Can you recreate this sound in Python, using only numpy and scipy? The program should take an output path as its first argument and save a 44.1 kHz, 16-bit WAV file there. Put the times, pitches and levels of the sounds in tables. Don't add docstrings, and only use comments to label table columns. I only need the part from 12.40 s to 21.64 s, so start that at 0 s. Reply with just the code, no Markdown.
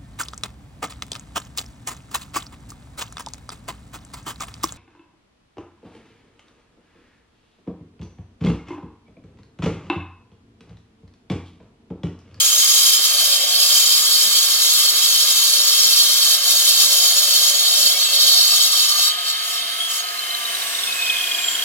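import sys
import numpy as np
from scipy import signal
from scipy.fft import rfft, irfft, next_fast_len
from scipy.io import wavfile

SR = 44100
rng = np.random.default_rng(int(sys.argv[2]) if len(sys.argv) > 2 else 0)


def int16_out(signal):
    q = np.round(np.clip(np.atleast_2d(signal).T, -1, 1) * 32767)
    wavfile.write(sys.argv[1], SR, q.astype(np.int16))


N = 407484
TIME = np.arange(N) / SR
EDGE_S = 5.83


def from_db(db):
    return np.exp(np.asarray(db) * (np.log(10) / 20))


def rms_one(x):
    return x / np.sqrt(np.mean(x ** 2) + 1e-20)


def bell(x, centre, half_width):
    return np.exp(-.5 * ((x - centre) / half_width) ** 2)


def ramp(start_s, length_s):
    return np.clip((TIME - start_s) / length_s, 0, 1)


def held(start_s, end_s, attack_s, release_s):
    return ramp(start_s, attack_s) * np.exp(-np.clip((TIME - end_s) / release_s, 0, 60))


def in_time(rows):
    s, *columns = np.transpose(rows)
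    return [np.interp(TIME, s, c) for c in columns]


def over_hz(rows, size):
    hz, *columns = np.transpose(rows)
    grid = np.log(np.arange(size // 2 + 1) * SR / size + 1)
    return [np.interp(grid, np.log(hz), c) for c in columns]


def drift(corner_hz):
    r = np.exp(-80 * np.pi * corner_hz / SR)
    noise = rng.standard_normal(N // 40 + 2002)
    slow = signal.lfilter([1], [1, -2 * r, r * r], noise)[2000:]
    return np.interp(np.arange(N) / 40, np.arange(len(slow)), rms_one(slow))


def coloured(x, spectrum):
    size = next_fast_len(N, True)
    return rms_one(irfft(rfft(x, size) * from_db(over_hz(spectrum, size)[0]), size)[:N])


def resonate(x, hz, width_hz):
    r = np.exp(-np.pi * width_hz / SR)
    numerator = np.array([1, 0, -1]) * (1 - r * r) / 2
    return signal.lfilter(numerator, [1, -2 * r * np.cos(2 * np.pi * hz / SR), r * r], x)


def ring(x, hz, width_hz):
    return rms_one(resonate(resonate(x, hz, width_hz), hz, width_hz))


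def narrow_tone(hz, width_hz):
    phase = 2 * np.pi * np.cumsum(hz) / SR
    return rms_one(drift(width_hz) * np.cos(phase) + drift(width_hz) * np.sin(phase))


def disc_speed():
    # t/s, disc speed/turns per s
    powered = [(0, 69.5), (.7, 69), (1.02, 63.2), (1.25, 64.3), (1.6, 68.7), (2.25, 69), (3.05, 71.9),
               (3.6, 70.7), (4.05, 71), (4.6, 72.6), (5.15, 68.4), (5.45, 69.4), (5.85, 68.9), (6.3, 70.6),
               (6.55, 67.6), (6.9, 70.3), (7.3, 71.3), (7.43, 72.95)]
    switch_off_s, coast_loss_per_s = 7.43, .174
    return in_time(powered)[0] * np.exp(-coast_loss_per_s * np.maximum(TIME - switch_off_s, 0))


def bite():
    # start/s, end/s, level/dB
    contacts = [(-.1, 6.68, 0), (6.67, 7.56, -23), (6.84, 6.91, -9), (7.02, 7.16, -11), (7.48, 7.58, -9)]
    # t/s, half length/s, change/dB
    leans = [(0.417, 0.075, 3), (1.057, .11, -4.5), (1.366, 0.15, 1.5), (4.008, 0.028, -6),
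             (4.2, 0.25, 1.5), (5.252, 0.083, -3.5), (5.665, 0.071, -6), (6.694, 0.39, -3)]
    contact = sum(from_db(db) * held(start, end, attack_s=.03, release_s=.022)
                  for start, end, db in contacts)
    return 20 * np.log10(contact) + sum(db * bell(TIME, s, half_s) for s, half_s, db in leans)


def grit(per_s, spread_db):
    at = np.flatnonzero(rng.random(N) < per_s / SR)
    sizes_db = spread_db * np.minimum(rng.exponential(1, len(at)), 4)
    clicks = np.zeros(N)
    clicks[at] = from_db(sizes_db) * rng.choice([-1, 1], len(at))
    return rms_one(clicks)


def cut(speed, bite_db):
    # f/Hz, relative level/dB
    spray_colour = [(100, -53), (900, -25), (2200, -17.5), (2850, -30.5), (3200, -5.5), (3600, 7),
                    (5700, 3.5), (8300, -5.5), (9800, -3.5), (11000, 4), (13000, 0), (15600, -2.5)]
    squeak = from_db(-27.5) * bell(TIME, 5.562, .012) * np.sin(2 * np.pi * 2240 * TIME)
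    dust = np.array([coloured(grit(per_s=10000, spread_db=4.0), spray_colour) for _ in range(3)])
    spray = from_db(-24 + bite_db) * wide(dust, side_db=2.5)
    runout_db = 0.3 * np.sin(2 * np.pi * np.cumsum(speed) / SR)
    judder_db = 1.07 * drift(16.7) + runout_db
    return (disc(bite_db, wander_db=1.9) + yard(squeak) + spray) * from_db(judder_db)


def disc(bite_db, wander_db):
    # f/Hz, width/Hz, relative level at first/dB, slope/dB per s
    main_modes = [(2370, 330, -39, -1.37), (2688, 180, -39.5, 0.16), (3150, 134, -25.5, -0.78),
                  (3305, 130, -29.5, -0.14), (3680, 220, -29, 0.48), (3874, 200, -27.5, 0.57),
                  (4264, 47, -31, 1), (4454, 140, -25, 0.5), (4545, 64, -32, 0.99), (4980, 170, -26, -1),
                  (5255, 130, -28, 0.42), (5470, 123, -29.5, 0.74), (6080, 60, -29.5, -0.16),
                  (6560, 100, -28.5, 0.25), (6954, 81, -27.5, -0.04), (7340, 69, -34, 0),
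                  (7504, 230, -29.5, -0.94), (7754, 170, -34, 0.7)]
    # f/Hz, relative level/dB
    high_modes = [(8260, -37), (8740, -32.5), (9250, -40.5), (9470, -34.5), (9690, -38.5), (10180, -30.5),
                  (10950, -36.5), (11440, -29.5), (11720, -48), (12200, -42), (12430, -34.5),
                  (13100, -31.5), (13520, -47), (14160, -49), (14650, -51)]
    # f at first/Hz, width/Hz, relative level at first/dB
    singing_modes = [(3147, 26.5, -34), (3820, 39, -46), (3900, 45, -41.5), (4300, 55, -46),
                     (4530, 70, -42), (5405, 60, -46), (6620, 22, -43)]
    # t/s, half length/s, centre f/Hz, half width/Hz, change/dB
    kerf_pinches = [(.1, 0.16, 4200, 700, -4), (.25, 0.19, 6600, 120, 6.5), (1.35, 0.34, 4950, 100, 5.5),
                    (1.8, 0.34, 7660, 400, 1.5), (2.2, 0.3, 4300, 80, 1), (3.45, 0.15, 5610, 100, 15),
                    (4.9, 0.36, 6980, 100, 4.5), (6.1, 0.3, 3910, 80, 2), (5.952, 0.11, 4600, 700, 4),
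                    (7.1, 0.04, 4400, 796, -12), (7.58, 0.12, 4300, 800, -16)]
    # f/Hz, share of the bite's swing in dB
    follows_bite = [(3100, .12), (5800, .9)]
    fractures = np.array([grit(per_s=9000, spread_db=3.5) for _ in range(3)])
    pinches = [(centre_hz, half_hz, db * bell(TIME, s, half_s))
               for s, half_s, centre_hz, half_hz, db in kerf_pinches]

    def gain(hz, db, db_per_s):
        pinch_db = sum(bell(hz, centre_hz, half_hz) * swing_db for centre_hz, half_hz, swing_db in pinches)
        share = np.interp(hz, *np.transpose(follows_bite))
        return from_db(db + db_per_s * TIME + share * bite_db + pinch_db + wander_db * drift(10.9))

    def shifted_grit():
        return np.roll(fractures, rng.integers(N), axis=1)

    out = sum(gain(hz, db, db_per_s) * ring(shifted_grit(), hz, width_hz)
              for hz, width_hz, db, db_per_s in main_modes)
    high = sum(from_db(db) * rms_one(resonate(shifted_grit(), hz, width_hz=87)) for hz, db in high_modes)
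    out += from_db(bite_db) * high
    wander_hz, warm_sag_hz_per_s = 12, 5
    bend_hz = wander_hz * drift(2.98) - warm_sag_hz_per_s * TIME
    growth_db_per_s, singing_follows = 1.09, 0.16
    singing = from_db(growth_db_per_s * TIME + singing_follows * bite_db)
    out[0] += singing * sum(from_db(db) * narrow_tone(hz + bend_hz, width_hz)
                            for hz, width_hz, db in singing_modes)
    return from_db(-2.5) * wide(out, side_db=-4.0)


def slab(speed, bite_db):
    # f/Hz, width/Hz, level/dB, change as the disc nears the edge/dB
    slab_modes = [(364, 540, -53, -9), (579, 97, -55.5, -11), (684, 135, -56, 4.5), (1198, 77, -43.5, 7)]
    # t/s, half length/s, rise/dB
    swells = [(1.036, 0.22, 14.5), (5.202, 0.79, 12.5)]
    # t/s, level/dB, decay/s
    bumps = [(1.56, -56, 0.13), (1.849, -46.5, .06), (3.46, -48, 0.037), (4.43, -49, .05),
             (5.451, -47, 0.017)]
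    swell_db = sum(db * bell(TIME, s, half_s) for s, half_s, db in swells)
    near_edge = ramp(EDGE_S, 0.35)

    def gain(hz, db, edge_db):
        return from_db(db + bell(hz, 667, 116) * swell_db + edge_db * near_edge + 0.42 * bite_db)

    drone = sum(gain(hz, db, edge_db) * scraped(hz, width_hz, wander_db=2.5)
                for hz, width_hz, db, edge_db in slab_modes)
    knocks = sum(from_db(db) * (TIME > s) * np.exp(-np.abs(TIME - s) / decay_s) for s, db, decay_s in bumps)
    thud = coloured(rng.standard_normal(N), [(30, -14), (120, -2), (260, 7), (600, -24), (2000, -60)])
    return drone + thrum(speed, bite_db, wander_db=3.0) + knocks * thud


def scraped(hz, width_hz, wander_db):
    return ring(grit(per_s=9000, spread_db=2.5), hz, width_hz) * from_db(wander_db * drift(13.0))


def thrum(speed, bite_db, wander_db):
    # f/Hz, level/dB
    line_levels = [(420, -63.5), (490, -56.5), (570, -52.5), (640, -58), (725, -54), (820, -69),
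                   (950, -55.5), (1100, -51.5), (1220, -48), (1360, -52), (1470, -59), (1620, -50),
                   (1780, -48), (1920, -65)]
    phase = 2 * np.pi * np.cumsum(speed) / SR

    def line(k):
        level_db = np.interp(k * speed, *np.transpose(line_levels)) + wander_db * drift(2.5)
        return from_db(level_db) * np.sin(k * phase + rng.uniform(0, 2 * np.pi))

    return from_db(.75 * bite_db) * sum(line(k) for k in range(6, 28))


def motor(speed, bite_db):
    # f/Hz, relative level/dB
    air_colour = [(60, -26), (130, -19.5), (250, -8.5), (450, -3), (880, -5), (1080, 4), (1250, 1.5),
                  (1460, 3.5), (1650, 6.5), (1950, 2.5), (2300, 2.5), (2900, 9.5), (4200, 7), (5600, 2),
                  (9000, -1), (13000, 0.5), (15800, -8.5)]
    # f/Hz, width/Hz, level in the cut/dB, change when running free/dB
    housing_modes = [(696, 65, -58, 12), (1322, 190, -45, -13), (1680, 280, -49, 6.5), (2127, 94, -44, 2)]
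    free = 1 - np.minimum(from_db(bite_db), 1)
    swell_db = 4.5 * ramp(7.66, 0.55)
    rush = np.array([coloured(rng.standard_normal(N), air_colour) for _ in range(3)])
    air = from_db(-35 + swell_db) * wide(rush, side_db=4.0)
    housing = sum(from_db(db + free_db * free) * ring(rng.standard_normal(N), hz, width_hz)
                  for hz, width_hz, db, free_db in housing_modes)
    return air + yard(housing + whine(speed, swell_db))


def whine(speed, swell_db):
    # f/Hz, half width/Hz, gain/dB
    gear_case = [(7340, 95, -27), (8350, 360, -33), (9750, 250, -36.5)]
    # multiple of the disc speed, relative level/dB
    partials = [(72, -43.5), (90, -46.5), (108, -48), (126, -49), (144, -52), (159, -48.5), (162, -52),
                (180, -49), (198, -49), (216, -51)]
    # f/Hz, half width/Hz, boost/dB
    guard = [(5040, 50, 7), (5450, 190, 10)]
    fan_order, gear_order = 18, 134.1
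    turns = np.cumsum(speed * (1 + 0.0009 * drift(35))) / SR
    vents = .24 + bell(fan_order * speed, 1258, 80)
    fan = from_db(-46 + 9.5 * ramp(EDGE_S, 0.91)) * vents
    gear = from_db(-52) + sum(from_db(db) * bell(gear_order * speed, hz, half_hz)
                              for hz, half_hz, db in gear_case)
    tones = sum(gain * from_db(1.4 * drift(15)) * np.sin(2 * np.pi * k * turns)
                for k, gain in [(fan_order, fan), (gear_order, gear)])

    def overtone(k, db):
        boost_db = sum(lit_db * bell(k * speed, hz, half_hz) for hz, half_hz, lit_db in guard)
        return from_db(db + 2 * drift(20) + boost_db) * np.sin(2 * np.pi * k * turns)

    return tones + from_db(-1 + swell_db) * sum(overtone(k, db) for k, db in partials)


def squeals():
    # start/s, end/s, first f/Hz, last f/Hz, level/dB, bend of the level/dB
    spells = [(7.386, 7.46, 3300, 3310, -25.5, 8), (7.787, 8.116, 3100, 3050, -29.5, -1),
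              (8.457, 9.055, 2565, 2440, -31.5, 9)]
    out = 0
    for start, end, first_hz, last_hz, db, bend_db in spells:
        hz = np.interp(TIME, [start, end], [first_hz, last_hz])
        length = end - start
        tone = 0.49 * narrow_tone(hz, width_hz=51) + np.sin(2 * np.pi * np.cumsum(hz) / SR)
        level = from_db(db + bend_db * bell(TIME, start + .38 * length, 0.14 * length))
        out = out + level * held(start, end, attack_s=.024, release_s=.031) * tone
    return out


def rattle(speed):
    # t/s, level/dB
    spindle_knocks = [(7.64, -26), (7.687, -22), (7.792, -17.5), (7.909, -20), (7.949, -16), (8.056, -17),
                      (8.152, -15), (8.223, -19), (8.352, -16), (8.391, -16), (8.439, -16), (8.478, -16),
                      (8.527, -19), (8.626, -15), (8.668, -18), (8.702, -13), (8.742, -21), (8.769, -17),
                      (8.788, -19), (8.813, -19), (8.841, -19), (8.874, -18.5), (8.918, -15.5), (8.95, -17),
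                      (8.988, -24), (9.045, -17), (9.085, -16), (9.113, -17.5), (9.156, -21),
                      (9.194, -17.5), (9.226, -19)]
    half_s, gap_s = .003, .033
    pitch_hz = 59.5 * speed + 90 * drift(216.6)
    chirp = np.sin(2 * np.pi * np.cumsum(pitch_hz) / SR)
    chatter = [(s + gap_s * rng.normal(0, 0.12), -27.5 + rng.normal(0, 2))
               for s in np.arange(spindle_knocks[0][0], TIME[-1], gap_s)]
    out = np.zeros(N)
    for s, db in list(spindle_knocks) + chatter:
        near = slice(*np.searchsorted(TIME, [s - .012, s + .05]))
        age = TIME[near] - s
        envelope = bell(np.minimum(age, 0), 0, half_s) * np.exp(-np.maximum(age, 0) / .007)
        ringing = envelope * np.sin(2 * np.pi * 3150 * age)
        rings_disc = s > 8.65
        out[near] += from_db(db) * (bell(age, 0, half_s) * chirp[near] + from_db(-6.5) * rings_disc * ringing)
    return out


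def breeze():
    gust_db = 4.5 * drift(4.4)
    return from_db(-79.5 + gust_db) * coloured(rng.standard_normal(N), [(100, -3), (400, -35)])


def yard(x):
    # f/Hz, phase lead of the left/rad, left-right balance/dB
    ports = [(100, -0.7, -1), (750, 0.3, -2), (1270, 1.9, 0), (1700, 1.7, -1), (2700, 0.2, 0),
             (3130, 0.3, 0), (3450, 3.4, -1), (4300, 3.3, -2), (4540, 1.6, -2), (5000, 2.6, -3),
             (5500, 4.3, -1), (6600, 4.9, -2), (7000, 4.3, 0), (7900, 6.6, -1), (8800, 4.1, -1),
             (10000, 6.5, 1), (11500, 3.6, 0), (13000, 1.0, 1), (15000, 1.0, 0)]
    size = next_fast_len(N + SR // 2, True)
    lead, balance_db = over_hz(ports, size)
    sides = np.array([[1], [-1]])
    direct = from_db(sides * balance_db / 2) * np.exp(.5j * sides * lead)
    age, t60_s = TIME[:SR // 3], .07
    scatter = rng.standard_normal((2, len(age))) * from_db(-60 * age / t60_s) * (age > .004)
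    scatter /= np.sqrt(np.sum(scatter ** 2, axis=1, keepdims=True))
    return irfft(rfft(x, size) * (direct + from_db(-12.0) * rfft(scatter, size)), size)[:, :N]


def wide(x, side_db):
    return from_db(side_db) * x[1:] + yard(x[0])


def scene():
    speed, bite_db = disc_speed(), bite()
    ticks = rattle(speed)
    coasting = yard(squeals() + from_db(-2) * ticks) + from_db(-6) * ticks
    return cut(speed, bite_db) + yard(slab(speed, bite_db)) + motor(speed, bite_db) + coasting + breeze()


def record(dry):
    low_pass = signal.ellip(12, .1, 80, 15900, fs=SR, output="sos")
    return signal.sosfilt(low_pass, np.clip(dry, -1, 1))


dry = scene()
out = record(dry)
int16_out(out)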